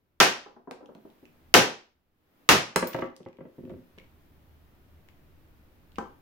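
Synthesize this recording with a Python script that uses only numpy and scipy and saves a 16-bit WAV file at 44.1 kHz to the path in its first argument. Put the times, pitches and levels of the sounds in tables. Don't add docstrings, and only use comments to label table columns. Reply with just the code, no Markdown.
import sys
import numpy as np
from scipy import signal
from scipy.fft import rfft, irfft, next_fast_len
from scipy.io import wavfile
from scipy.ndimage import uniform_filter1d, minimum_filter1d

SR = 44100
rng = np.random.default_rng(int(sys.argv[2]) if len(sys.argv) > 2 else 0)


def dump_mix(stems):
    frames = np.atleast_2d(stems).T
    limited = np.clip(frames, -1, 1)
    pcm = np.round(limited * 32767).astype(np.int16)
    wavfile.write(sys.argv[1], SR, pcm)


N = 273861
T = np.arange(SR * 6 // 10) / SR


def amp(db):
    return 10 ** (np.asarray(db) / 20)


def unit(x):
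    return x / np.sqrt(np.mean(x ** 2) + 1e-20)


def along(points, hz):
    freqs, values = np.transpose(points)
    return np.interp(np.log(hz + 1), np.log(freqs + 1), values)


def filtered(x, response):
    size = next_fast_len(x.shape[-1] + 8192)
    return irfft(rfft(x, size) * response(np.fft.rfftfreq(size, 1 / SR)), size)[..., :x.shape[-1]]


def causal(gain):
    cepstrum = irfft(np.log(np.maximum(gain, 1e-6)))
    half = len(cepstrum) // 2
    return np.exp(rfft(np.r_[cepstrum[0], 2 * cepstrum[1:half], np.zeros(half)]))


def add(track, start_s, level_db, sound):
    start, head = round(start_s * SR), sound[:, :SR * 3 // 100]
    part = sound[:, :N - start]
    track[:, start:start + part.shape[1]] += part * amp(level_db) / np.sqrt(np.mean(head ** 2))


# freq_hz, coherence
COHERENCE = [(100, .82), (300, .7), (600, .5), (1000, 0), (2500, .05), (12000, 0)]
def diffuse(size):
    angle = lambda hz: np.arccos(np.clip(along(COHERENCE, hz), -1, 1)) / 2
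    split = lambda hz: np.array([np.cos(angle(hz)), np.sin(angle(hz))])
    mid, side = filtered(rng.standard_normal((2, size)), split)
    return np.array([mid + side, mid - side])


# freq_hz, t60_s
ROOM_DECAY = [(100, .3), (400, 0.35), (1500, 0.34), (5000, 0.35), (8000, .29), (15000, 0.19)]
def in_room(x, wet_db, hold_s):
    hz, t, spectra = signal.stft(diffuse(len(T)), SR, nperseg=256)
    fade = amp(-60 * np.maximum(t - hold_s, 0) / along(ROOM_DECAY, hz)[:, None])
    tail = signal.istft(spectra * fade, SR, nperseg=256)[1][:, :len(T)] * (1 - np.exp(-T / 0.001))
    tail /= np.linalg.norm(tail[0])
    return x + amp(wet_db) * signal.fftconvolve(np.atleast_2d(x), tail, axes=1)[:, :len(T)]


def crunch(t60_s):
    burst = diffuse(len(T)) * amp(-60 * T / t60_s)
    return burst / np.linalg.norm(burst[0])


def ring(modes):
    hz, width_hz, db = np.transpose(modes)[:, :, None]
    sign = (-1) ** np.arange(len(modes))[:, None]
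    strength = sign * amp(db + rng.normal(0, 1.1, db.shape)) * 2 * np.pi * width_hz / SR
    return np.sum(strength * np.sin(2 * np.pi * hz * T) * np.exp(-np.pi * width_hz * T), axis=0)


def ducking(loud, depth_db, hold_s, release_s, threshold_db=-9):
    drive = np.clip(np.abs(loud).max(axis=0) / amp(threshold_db), 0, 1) ** 3
    drive[0] = 1
    hold, release = int(hold_s * SR) | 1, int(release_s * SR) | 1
    held_db = minimum_filter1d(-depth_db * drive, hold, origin=hold // 2, mode="nearest")
    eased_db = uniform_filter1d(held_db, release, origin=release // 2, mode="nearest")
    return amp(np.minimum(held_db, eased_db))


# freq_hz, gain_db
AIR_COLOUR = [(30, -9), (120, -8.5), (290, -1.5), (450, -9), (700, -12), (1600, -16.5), (3000, -21.5),
              (5000, -28), (8500, -35), (11000, -29.5), (14000, -24), (16000, -25)]
RUMBLE_COLOUR = [(18, -1), (32, -3), (50, -8.5), (65, -7), (74, 5), (86, -2), (110, -7), (155, -8.5),
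                 (220, -15.5), (400, -29), (1500, -80.5)]
def hush(loud, air_db=-63.5, rumble_db=-59):
    air = unit(filtered(diffuse(N), lambda hz: amp(along(AIR_COLOUR, hz))))
    rumble = unit(filtered(diffuse(N), lambda hz: amp(along(RUMBLE_COLOUR, hz))))
    return (amp(air_db) * air * ducking(loud, depth_db=13.5, hold_s=.5, release_s=.3)
            + amp(rumble_db) * rumble * ducking(loud, depth_db=18.5, hold_s=.79, release_s=.46))


# start_s, end_s
GRIT_SPANS = [(0.84, 0.88), (1.08, 1.12), (3.21, 3.43), (3.631, 3.75), (4, 4.05), (5.899, 6.08)]
def loose_grit(rate_hz=22, level_db=-70, centre_hz=2800, q=3):
    slots_s = np.concatenate([np.arange(start, end, 1 / rate_hz) for start, end in GRIT_SPANS])
    draws = rng.standard_normal((len(slots_s), 3))
    return [(s + np.tanh(late) / (2 * rate_hz), level_db + 2 * size, centre_hz * 2 ** (.3 * pitch), q)
            for s, (late, size, pitch) in zip(slots_s, draws)]


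# start_s, level_db, centre_hz, q
CRUST_TICKS = [(0.711, -50, 2140, 0.93), (0.950, -66, 3130, 1.4), (1.254, -62.5, 2550, 7.7),
               (2.7605, -27.5, 4700, 0.69), (3.1645, -60, 5230, 1.3), (3.985, -55, 2200, 9.8),
               (3.999, -64, 2240, 7), (5.087, -63, 2110, 1.2), (5.958, -59.5, 2930, 4.8),
               (5.985, -55.5, 5580, 2.1)]
def ticks(t60_s=.008, rough_db=3):
    out = np.zeros((2, N))
    knots_s = T[::SR // 1000]
    for start_s, level_db, centre_hz, q in CRUST_TICKS + loose_grit():
        roughness = amp(rough_db * np.interp(T, knots_s, rng.standard_normal(len(knots_s))))
        snap = in_room(crunch(t60_s) * roughness, wet_db=-4, hold_s=.002)
        band = lambda hz: 1 / (1 + 1j * q * (hz / centre_hz - centre_hz / (hz + 1)))
        soft = lambda hz: 1 / (1 + 1j * hz / (1.7 * centre_hz))
        add(out, start_s, level_db, filtered(snap, lambda hz: band(hz) * soft(hz)))
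    return out


# peak_s, level_db
BAG_TOUCHES = [(2.939, -45)]
# freq_hz, gain_db
BAG_COLOUR = [(300, -31), (1500, 6), (2800, 4.5), (6000, -4.5), (9000, -19), (15000, -9.5)]
def bag(crinkle_db=5, rate_hz=350, rise_db_per_s=300, fall_db_per_s=138):
    t = np.arange(N) / SR
    knots_s = np.arange(0, N / SR, 1 / rate_hz)
    buckles = amp(crinkle_db * np.interp(t, knots_s, rng.standard_normal(len(knots_s))))
    film = unit(filtered(diffuse(N) * buckles, lambda hz: amp(along(BAG_COLOUR, hz))))
    return film * sum(amp(db - np.maximum(rise_db_per_s * (peak_s - t), fall_db_per_s * (t - peak_s)))
                      for peak_s, db in BAG_TOUCHES)


# start_s, relative_db
CHIP_HITS = [(2.8722, -28)]
# pitch_hz, gain_db, t60_s
CHIP_MODES = [(10920, 5, .08), (13900, 14, 0.13), (15040, 16, 0.1), (15200, 9, 0.07)]
def chip(trim_db=-13, rattle=1.2):
    out = np.zeros((2, N))
    ping = sum(amp(db - 60 * T / t60_s) * np.sin(2 * np.pi * hz * T) for hz, db, t60_s in CHIP_MODES)
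    for start_s, db in CHIP_HITS:
        landing = ping / np.linalg.norm(ping) + rattle * crunch(.035)
        add(out, start_s, db + trim_db, in_room(landing, wet_db=-5, hold_s=0))
    return out


def knocks(rows, modes, colour, trim_db, ring_db, reach, t60_s, wet_db):
    out = np.zeros((2, N))
    lag_s = .0025
    for start_s, db, bright_hz in rows:
        body = crunch(t60_s) + amp(ring_db) * ring(modes)
        soft = lambda hz: 1 / np.hypot(1, (hz / (reach * bright_hz)) ** 3.4)
        contact = lambda hz: causal(amp(along(colour, hz)) * soft(hz))
        add(out, start_s + lag_s, db + trim_db, filtered(in_room(body, wet_db, hold_s=.002), contact))
    return out


# pitch_hz, width_hz, gain_db
BOARD_STONE_MODES = [(171, 15, -3), (230, 22, -4), (320, 24, -4), (384, 19, 3), (438, 24, -4),
                     (518, 22, -1), (721, 18, -1), (803, 22, 0), (840, 22, 0), (909, 18, -1), (988, 24, 0),
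                     (1182, 36, -2), (1324, 40, 2), (1556, 28, 2), (1771, 18, -3), (1867, 50, -2),
                     (2541, 32, -1), (2900, 60, -2), (3150, 45, -2)]
# start_s, relative_db
ROCK_KNOCKS = [(0.457, -38), (0.561, -42), (0.671, -32), (0.707, -31.5), (0.804, -40), (0.827, -40.5),
               (0.886, -38), (0.949, -40), (1.048, -37.5), (1.223, -43)]
# freq_hz, gain_db
ROCK_COLOUR = [(60, -29.5), (160, -8.5), (240, 3.5), (500, -2), (1000, -1.5), (1600, 2), (3000, -13),
               (10000, 13)]
def rocking(bright_hz=574.4, halving_s=.8):
    first_s = ROCK_KNOCKS[0][0]
    rows = [(s, db, bright_hz * .5 ** ((s - first_s) / halving_s)) for s, db in ROCK_KNOCKS]
    return knocks(rows, BOARD_STONE_MODES, ROCK_COLOUR,
                  trim_db=-11, ring_db=2, reach=1.7, t60_s=.08, wet_db=-1.5)


# start_s, relative_db, bright_hz
SET_DOWN_KNOCKS = [(5.981, -21.5, 850), (6.053, -44, 895)]
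# freq_hz, gain_db
SET_DOWN_COLOUR = [(60, -9), (150, -9), (250, 6.5), (400, -3), (520, -6), (750, -1), (980, 1.5),
                   (1250, -6.5), (1550, -4.5), (1900, -8.5), (3000, -4.5), (10000, -16)]
def set_down():
    return knocks(SET_DOWN_KNOCKS, BOARD_STONE_MODES, SET_DOWN_COLOUR,
                  trim_db=-10, ring_db=5, reach=1.8, t60_s=.033, wet_db=-3)


def rolling(start_s=3.582, length_s=.2, rate_hz=45, relative_db=-32.5, loss_db=3.5, bright_hz=184):
    jitter_s, scatter_db = .00296, 2.5
    ages_s = np.arange(0, length_s, 1 / rate_hz)
    late, size = rng.standard_normal((len(ages_s), 2)).T
    times_s = start_s + ages_s + jitter_s * late
    levels_db = relative_db - loss_db * ages_s / length_s + scatter_db * size
    return [(s, db, bright_hz) for s, db in zip(times_s, levels_db)]


# pitch_hz, width_hz, gain_db
TABLE_MODES = [(175, 15, -1), (245, 22, -1), (352, 24, -2), (392, 25, -3), (533, 15, 4), (640, 30, -5),
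               (931, 60, -3), (1150, 34, 0), (1310, 45, -4), (1600, 70, -6), (2020, 90, -5)]
# start_s, relative_db
TABLE_KNOCKS = [(2.757, -10), (2.823, -15), (2.943, -18), (2.984, -22.5), (3.019, -18.5), (3.2, -37),
                (3.259, -30.5), (3.383, -36), (3.404, -32), (3.45, -35), (3.695, -34), (3.973, -42.5)]
# freq_hz, gain_db
TABLE_COLOUR = [(40, -19), (90, -8), (130, -3), (200, -6.5), (500, -4.5), (750, -5.5), (1200, -2.5),
                (2000, 8.5), (3000, 14.5), (10000, -32)]
def tumbling(bright_hz=620, reference_db=-7.5, halving_db=29):
    bounces = [(s, db, bright_hz * 2 ** ((db - reference_db) / halving_db)) for s, db in TABLE_KNOCKS]
    return knocks(bounces + rolling(), TABLE_MODES, TABLE_COLOUR,
                  trim_db=-12, ring_db=10.5, reach=1.76, t60_s=.065, wet_db=-4)


# pitch_hz, width_hz, gain_db
HIGH_RING_MODES = [(2666, 22, 0), (2784, 16, 2), (6202, 16, 3), (6800, 14, -2)]
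# freq_hz, gain_db
BLOW_COLOUR = [(30, -25), (70, -18), (130, -5.5), (300, -3), (700, -1.5), (1300, -2.5), (2000, -2),
               (3000, -4), (4300, -7.5), (6000, -7.5), (8500, -18.5), (10500, -18), (15000, -21)]
# start_s, level_db, boom_db, thud_db, crack_db, sizzle_db, ring_db, clack_hz
BLOWS = [(0.202, -12, -6, -1, -1, -3, -0.5, 1305), (1.5407, -10, 3.5, 4.5, 0, 0, 0.5, 1516),
         (2.490, -11.5, 7, 0.5, -1.5, -1.5, -7, 1250)]
def hammer(slap_db=-1, slap_delay_s=.006, thin_hz=600, low_ring_db=9, high_ring_db=7,
           clack_width_hz=75, clack_db=8):
    out = np.zeros((2, N))
    impulse = signal.unit_impulse(len(T))
    delay = lambda hz: np.exp(-2j * np.pi * hz * slap_delay_s)
    for start_s, level_db, boom_db, thud_db, crack_db, sizzle_db, ring_db, clack_hz in BLOWS:
        snap = filtered(crunch(.005), lambda hz: 1j * hz / (2500 + 1j * hz))
        slap = filtered(crunch(.03), lambda hz: delay(hz) / (1 + 1j * hz / 3500))
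        crush = crunch(.034)
        contact = filtered(snap + crush + amp(slap_db) * slap, lambda hz: 1j * hz / (thin_hz + 1j * hz))
        low_ring = amp(low_ring_db + ring_db) * filtered(ring(BOARD_STONE_MODES), delay)
        high_ring = amp(high_ring_db) * ring(HIGH_RING_MODES)
        clack = ring([(clack_hz, clack_width_hz, clack_db)])
        ringing = in_room(low_ring + high_ring + clack, wet_db=-3, hold_s=.025)
        echo = in_room(impulse, wet_db=6, hold_s=.03) - impulse
        tint = [(80, boom_db), (350, thud_db), (1200, .0035), (4500, crack_db), (11000, sizzle_db)]
        colour = lambda hz: causal(amp(along(BLOW_COLOUR, hz) + along(tint, hz)))
        add(out, start_s, level_db, filtered(contact + ringing + echo, colour))
    return out


def scene():
    hits = hammer() + rocking() + set_down() + chip() + bag() + tumbling() + ticks()
    return hits + hush(hits)


def record(dry, top_hz=16000):
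    tilt = [(4500, 0), (8000, 1.3), (14000, 1)]  # freq_hz, gain_db
    tilted = filtered(dry, lambda hz: amp(np.outer([1, -1], along(tilt, hz))))
    rounded = tilted / (1 + np.abs(tilted) ** 6) ** (1 / 6)
    return filtered(rounded, lambda hz: 1 / (1 + (hz / top_hz) ** 120))


dry = scene()
out = record(dry)
dump_mix(out)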